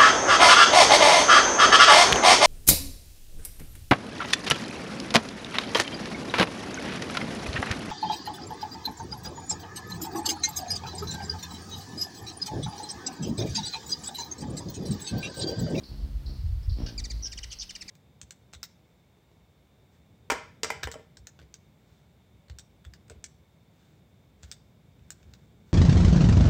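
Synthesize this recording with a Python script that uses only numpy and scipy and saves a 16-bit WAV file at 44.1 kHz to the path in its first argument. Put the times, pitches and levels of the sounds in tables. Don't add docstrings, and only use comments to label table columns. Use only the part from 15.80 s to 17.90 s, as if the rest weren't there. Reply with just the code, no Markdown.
import sys
import numpy as np
from scipy import signal
from scipy.fft import rfft, irfft, next_fast_len
from scipy.io import wavfile
from scipy.ndimage import map_coordinates

SR = 44100
rng = np.random.default_rng(int(sys.argv[2]) if len(sys.argv) > 2 else 0)


def inscribe(sig):
    pcm = np.round(np.clip(np.atleast_2d(sig).T, -1, 1) * 32767)
    wavfile.write(sys.argv[1], SR, pcm.astype(np.int16))


N = 92610


def undb(db):
    return 10 ** (np.asarray(db) / 20)


def unit_rms(x):
    return x / np.sqrt(np.mean(x ** 2))


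def curve(rows, column=1):
    rows = np.array(rows)
    return np.interp(np.arange(N) / SR, rows[:, 0], rows[:, column])


def gain_at(hz, eq):
    f, db = np.array(eq).T
    return undb(np.interp(np.log(np.maximum(hz, 1)), np.log(f), db))


def colour(x, eq):
    size = next_fast_len(2 * len(x) + 4096, real=True) * 2
    cepstrum = irfft(np.log(gain_at(np.arange(size // 2 + 1) * SR / size, eq)))
    cepstrum[1:size // 2] *= 2
    cepstrum[size // 2 + 1:] = 0
    return irfft(rfft(x, size) * np.exp(rfft(cepstrum)))[:len(x)]


def noise(samples, eq):
    return unit_rms(colour(rng.standard_normal(samples), eq))


def wobble(t, rate):
    return map_coordinates(rng.standard_normal(4096), [t * rate], order=3, mode="wrap")


def tone(hz):
    return np.sin(2 * np.pi * np.cumsum(hz) / SR)


def gate(t, length, attack_s, release_s):
    fade_in = np.sin(np.pi / 2 * np.clip(t / attack_s, 0, 1))
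    fade_out = np.sin(np.pi / 2 * np.clip((length - t) / release_s + .5, 0, 1)) ** 2
    return fade_in * fade_out


def note_time(length):
    t = np.arange(int(2 * length * SR)) / SR
    return t, np.minimum(t / length, 1)


def add(out, start, x):
    i = max(int(start * SR), 0)
    out[i:i + len(x)] += x[:max(N - i, 0)]


# t/s, rate/Hz
WING_RATE = [(0, 65.7), (.13, 68.8), (.28, 70), (.4, 67.5), (.52, 66.4), (.68, 65), (.93, 58.3),
             (1.04, 59.1), (1.17, 55), (1.32, 54.8), (1.45, 56.5), (1.58, 56), (1.72, 58.6), (1.95, 63),
             (2.1, 62)]
# t/s, level/dB
WING_FADER = [(0, -51), (.04, -48), (.065, -58), (.125, -48), (.17, -56.5), (.21, -50), (.33, -56),
              (.37, -60), (.44, -56.5), (.5, -49), (.56, -56), (.72, -76), (.95, -60.5), (.985, -42),
              (1.02, -39.5), (1.1, -47), (1.17, -50.5), (1.3, -53.5), (1.4, -58.5), (1.46, -55),
              (1.53, -67), (1.56, -59), (1.62, -81), (2.0, -71), (2.06, -56), (2.1, -69)]


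def wings():
    beats = np.cumsum(curve(WING_RATE) * (1 + 0.0022 * wobble(np.arange(N) / SR, 35.8))) / SR
    beats -= beats[int(1.003 * SR)]
    fader = undb(curve(WING_FADER))
    return fader * wing_hum(beats) + wing_drone(beats) + fader * feather_swish(beats) + downwash(beats)


# f/Hz, gain/dB
STROKE_EQ = [(30, -38), (65, -17), (130, -2.5), (220, 6), (300, 4.5), (420, -7.5), (700, -14.5),
             (1200, -29.5), (2500, -37), (6000, -56), (16000, -80)]


def wing_hum(beats, trim_db=-1):
    pulses = np.diff(np.floor(beats), prepend=np.floor(beats[0]))
    strength = undb(1.8 * wobble(np.arange(N) / SR, 60))
    return undb(trim_db) * unit_rms(colour(-pulses * strength, STROKE_EQ))


# t/s, second harmonic/dB, third harmonic/dB
DRONE_FADERS = [(0, -80, -62), (.07, -84, -67), (.12, -45.5, -50.5), (.3, -51.5, -51.5), (.4, -46.5, -71),
                (.5, -43.5, -48.5), (.63, -49, -62), (.75, -46, -85), (.95, -48, -63), (1.04, -37, -47.5),
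                (1.2, -49.5, -99), (1.42, -73, -72), (1.7, -52, -70), (1.88, -96, -60.5), (2.1, -78, -58)]


def wing_drone(beats, trim_db=-1):
    out, t = np.zeros(N), np.arange(N) / SR
    for column, harmonic in enumerate((2, 3), start=1):
        db = curve(DRONE_FADERS, column) + trim_db + 0.34 * wobble(t, 14)
        out += undb(db) * np.sin(2 * np.pi * harmonic * beats)
    return out


# f/Hz, gain/dB
FEATHER_EQ = [(100, -0.5), (380, 1.5), (800, -6.5), (1700, -16.5), (4000, -16), (10000, -67),
              (16000, -55)]


def feather_swish(beats, trim_db=-8.5):
    pulsing = 2.3 + np.exp(-(beats % 1) / 1.9)
    return undb(trim_db) * unit_rms(noise(N, FEATHER_EQ) * pulsing)


# f/Hz, gain/dB
EDDY_EQ = [(15, -49), (28, -22), (42, 2.5), (51, 6), (62, -5.5), (85, -8.5), (120, -17.5),
           (220, -33.5), (600, -79.5)]
# t/s, level/dB
WASH_FADER = [(0.0, -47), (0.08, -57.5), (0.12, -30), (0.15, -44.5), (0.24, -32.5), (0.32, -39.5),
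              (0.36, -30.5), (0.43, -49), (0.46, -29.5), (0.55, -41), (0.6, -29), (0.69, -28),
              (0.77, -27.5), (0.85, -36), (0.9, -28), (0.98, -34), (1.05, -23), (1.1, -53.5), (1.19, -30.5),
              (1.29, -41), (1.33, -28), (1.44, -38), (1.49, -45.5), (1.57, -41.5), (1.7, -44.5),
              (1.83, -51.5), (1.87, -70), (2.1, -65)]
# t/s, level/dB, f/Hz
PUFFS = [(.648, -18.5, 74), (0.661, -22, 83), (0.711, -18.5, 65.5), (0.731, -20.5, 61), (0.753, -21, 56),
         (0.884, -14.5, 65), (.918, -16.5, 72)]


def downwash(beats, puff_s=0.007):
    t = np.arange(N) / SR
    eddies = noise(N, EDDY_EQ)
    swing = -np.sin(2 * np.pi * beats + .5 * wobble(t, 18))
    wash = unit_rms(swing + 1.1 * eddies) * undb(curve(WASH_FADER))
    for centre, db, hz in PUFFS:
        offset = t - centre
        wash += undb(db) * np.cos(2 * np.pi * hz * offset) * np.exp(-(offset / puff_s) ** 2)
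    return wash


# f/Hz, gain/dB
THROAT_EQ = [(1200, -79), (1900, -8.5), (2400, -21), (3000, -7), (3700, -11.5), (4800, -2.5), (6000, -3),
             (7200, -12.5), (8500, -15.5), (9500, -34.5), (10800, -32), (14000, -84)]


def syrinx(hz, fundamental_db=0):
    return sum(gain_at(k * hz, THROAT_EQ) * undb(fundamental_db * (k == 1)) * tone(k * hz)
               for k in range(1, 6))


# t/s, length/s, start f/Hz, middle f/Hz, end f/Hz, pre-EQ level/dB, fundamental/dB, accent/dB
CHIPS = [(1.178, 0.027, 2510, 2195, 1796, -28.5, -2, 7.5), (1.238, 0.023, 2650, 2244, 1760, -31.5, -3, 1.5),
         (1.299, 0.022, 2582, 2256, 1720, -32.5, -1.5, 3.5), (1.515, 0.023, 3440, 2394, 1668, -38, 1.5, -3),
         (1.572, 0.021, 3450, 2620, 1760, -36, 3.5, -0.5), (1.63, 0.016, 3344, 2582, 1800, -32, 4, 2.5),
         (1.892, 0.02, 3286, 2503, 1793, -35, 3, 0.5), (1.951, 0.014, 3083, 2600, 1800, -28.5, 2, 6),
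         (2.008, 0.02, 2815, 2504, 1700, -36, 4.5, -1.5), (2.078, 0.019, 2585, 2325, 1696, -36, 3.5, 0)]


def chips():
    out = np.zeros(N)
    for start, length, high, middle, low, db, fundamental_db, accent_db in CHIPS:
        t, progress = note_time(length)
        kinks = .016 * wobble(t, 232)
        roughness = (.006 + .049 * progress ** 0.93) * wobble(t, 1402)
        hz = np.interp(progress, [0, .5, 1], [high, middle, low]) * (1 + kinks + roughness)
        accent = np.cos(np.pi * np.minimum(2 * progress, 1))
        flicker_db = 2.2 * np.tanh(wobble(t, 275))
        envelope = undb(db + accent_db * accent + flicker_db) * gate(t, length, .007, .006)
        add(out, start, syrinx(hz, fundamental_db) * envelope)
    return out


# f/Hz, gain/dB
BILL_EQ = [(2500, -14), (3400, -9), (4300, -7), (5000, -1), (5700, 0), (6200, -3), (6700, -8), (7500, -22)]
# t/s, length/s, start top f/Hz, end top f/Hz, arch rate/Hz, start dip/Hz, end dip/Hz,
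# flutter depth/Hz, pre-EQ level/dB, end gain/dB
SQUEALS = [(1.4245, .051, 6030, 5400, 89, 420, 700, 220, -30.5, -3),
           (1.787, .046, 6420, 5000, 81, 1350, 2600, 110, -31, -3)]


def squeals(flutter_rate_hz=330):
    out = np.zeros(N)
    for start, length, high, low, rate, first_dip, last_dip, flutter_hz, db, end_db in SQUEALS:
        t, progress = note_time(length)
        top = high + (low - high) * progress ** 3.4
        dip = (first_dip + (last_dip - first_dip) * progress) * np.abs(np.cos(np.pi * rate * t)) ** 4.2
        flutter = flutter_hz * np.sin(2 * np.pi * flutter_rate_hz * t + wobble(t, 150))
        jitter = 220 * progress ** 2 * wobble(t, 1343)
        hz = top - dip + flutter + jitter
        pulse_db = 4.5 * (1 - progress) * np.cos(2 * np.pi * (rate * t - .03))
        flicker_db = 2 * np.tanh(wobble(t, 353))
        level = undb(db + end_db * progress ** 3 + pulse_db + flicker_db)
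        swell = np.minimum(0.37 + t / 0.031, 1)
        envelope = level * swell * gate(t, length, 0.0023, 0.0018)
        add(out, start, tone(hz) * gain_at(hz, BILL_EQ) * envelope)
    return out


# t/s, length/s, start f/Hz, end f/Hz, pre-EQ level/dB, attack/s
RASPS = [(1.454, 0.011, 3100, 3020, -42, 0.0018), (1.47, 0.013, 3024, 2393, -40.5, 0.00086),
         (1.709, .031, 3427, 2388, -35, 0.011), (1.81, 0.032, 3630, 2345, -38, 0.00085)]


def rasps(jitter=.14):
    out = np.zeros(N)
    for start, length, high, low, db, attack_s in RASPS:
        t, progress = note_time(length)
        hz = (high + (low - high) * progress) * (1 + jitter * wobble(t, 1700))
        envelope = undb(db + 2.4 * wobble(t, 790)) * gate(t, length, attack_s, release_s=0.027)
        add(out, start, syrinx(hz) * envelope)
    return out


# t/s, level/dB, decay/s
SCRATCHES = [(1.061, -37, 0.014), (1.082, -42, 0.02), (1.121, -55, 0.013)]
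# f/Hz, gain/dB
SCRATCH_EQ = [(700, -2.5), (1150, -26), (1550, 1), (2200, -16), (2900, -1.5), (3700, -5), (4900, 4.5),
              (5900, 1.5), (7000, -19), (10000, -31), (15000, -49)]


def scratches(attack_s=0.0029):
    out, t = np.zeros(N), np.arange(SR // 8) / SR
    for start, db, decay_s in SCRATCHES:
        burst = noise(len(t), SCRATCH_EQ) * undb(db + 0.5 * wobble(t, 430))
        add(out, start, burst * np.exp(-t / decay_s) * np.minimum(t / attack_s, 1))
    return out


# t/s, length/s, f/Hz, level/dB
TWITTERS = [(0.824, 0.036, 5170, -59.5), (.982, 0.027, 5470, -55.5), (1.015, 0.038, 5450, -53)]


def twitters():
    out = np.zeros(N)
    for start, length, hz, db in TWITTERS:
        t, _ = note_time(length)
        add(out, start, tone(hz + 260 * wobble(t, 710)) * undb(db) * gate(t, length, 0.0076, 0.011))
    return out


# t/s, level/dB
TICKS = [(0.033, -46.5), (0.459, -46.5), (0.892, -46.5), (1.313, -50), (1.701, -47.5)]
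# f/Hz, gain/dB
TICK_ECHO_EQ = [(2000, -51), (3400, -28), (3900, -2.5), (4350, 5.5), (4900, 0.5), (5600, -4.5), (6300, -25),
                (9000, -29)]


def far_bird(length_s=.011, start_hz=5300, end_hz=3850, echo_db=-6, t60_s=1):
    out, age = np.zeros(N), np.arange(SR) / SR
    t, _ = note_time(length_s)
    for start, db in TICKS:
        hz = start_hz * (end_hz / start_hz) ** (t / length_s) + 190 * wobble(t, 2070)
        add(out, start, tone(hz) * undb(db) * gate(t, length_s, .007, .006))
        tail_db = db + echo_db - 60 * age / t60_s + 0.52 * wobble(age, 41)
        add(out, start, noise(SR, TICK_ECHO_EQ) * undb(tail_db) * np.minimum(age / 0.0034, 1))
    return out


def faint_ring(start_s=1.451, hz=1597, db=-57.5, t60_s=0.63, attack_s=0.0035):
    age = np.maximum(np.arange(N) / SR - start_s, 0)
    envelope = undb(db - 60 * age / t60_s) * np.minimum(age / attack_s, 1)
    return envelope * np.sin(2 * np.pi * hz * age)


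# f/Hz, gain/dB
TREES_EQ = [(1000, -8), (2500, 0.5), (4300, -2.5), (5800, -9), (7000, -11), (12000, 8)]


def tree_echo(voice, t60_s, onset_s):
    t = np.arange(SR) / SR
    tail = noise(SR, TREES_EQ) * undb(-60 * t / t60_s) * np.clip(t / onset_s - .5, 0, 1)
    return signal.fftconvolve(voice, tail / np.linalg.norm(tail))[:N]


# delay/s, gain/dB
EARLY_REFLECTIONS = [(.0052, -15.5), (.0083, -42), (0.0104, -21.5)]


def early_reflections(voice):
    out = np.zeros(N)
    for delay, db in EARLY_REFLECTIONS:
        add(out, delay, undb(db) * voice)
    return out


# f/Hz, gain/dB
AIR_EQ = [(25, -61.5), (100, -71.5), (300, -80), (600, -83.5), (1200, -87.5), (2500, -90), (4500, -88.5),
          (7000, -97.5), (10000, -99), (16000, -99)]


def outdoor_air(db=-54.5):
    return undb(db) * noise(N, AIR_EQ)


def scene():
    voice = chips() + squeals() + rasps() + scratches() + twitters()
    near_echo = undb(2.5) * tree_echo(voice, t60_s=0.04, onset_s=0.001)
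    long_echo = undb(-3.5) * tree_echo(voice, t60_s=1, onset_s=0.015)
    space = early_reflections(voice) + near_echo + long_echo
    background = outdoor_air() + far_bird() + faint_ring()
    return (wings() + voice + space + background)[None]


def record(dry, whine_hz=14000, whine_rms_db=-80.5, low_cut_hz=30, high_cut_hz=15830):
    whine = undb(whine_rms_db) * np.sqrt(2) * np.sin(2 * np.pi * whine_hz * np.arange(N) / SR)
    low_cut = signal.butter(3, low_cut_hz, "high", fs=SR, output="sos")
    high_cut = signal.ellip(14, .2, 80, high_cut_hz, fs=SR, output="sos")
    return signal.sosfilt(high_cut, signal.sosfilt(low_cut, dry + whine))


dry = scene()
out = record(dry)
inscribe(out)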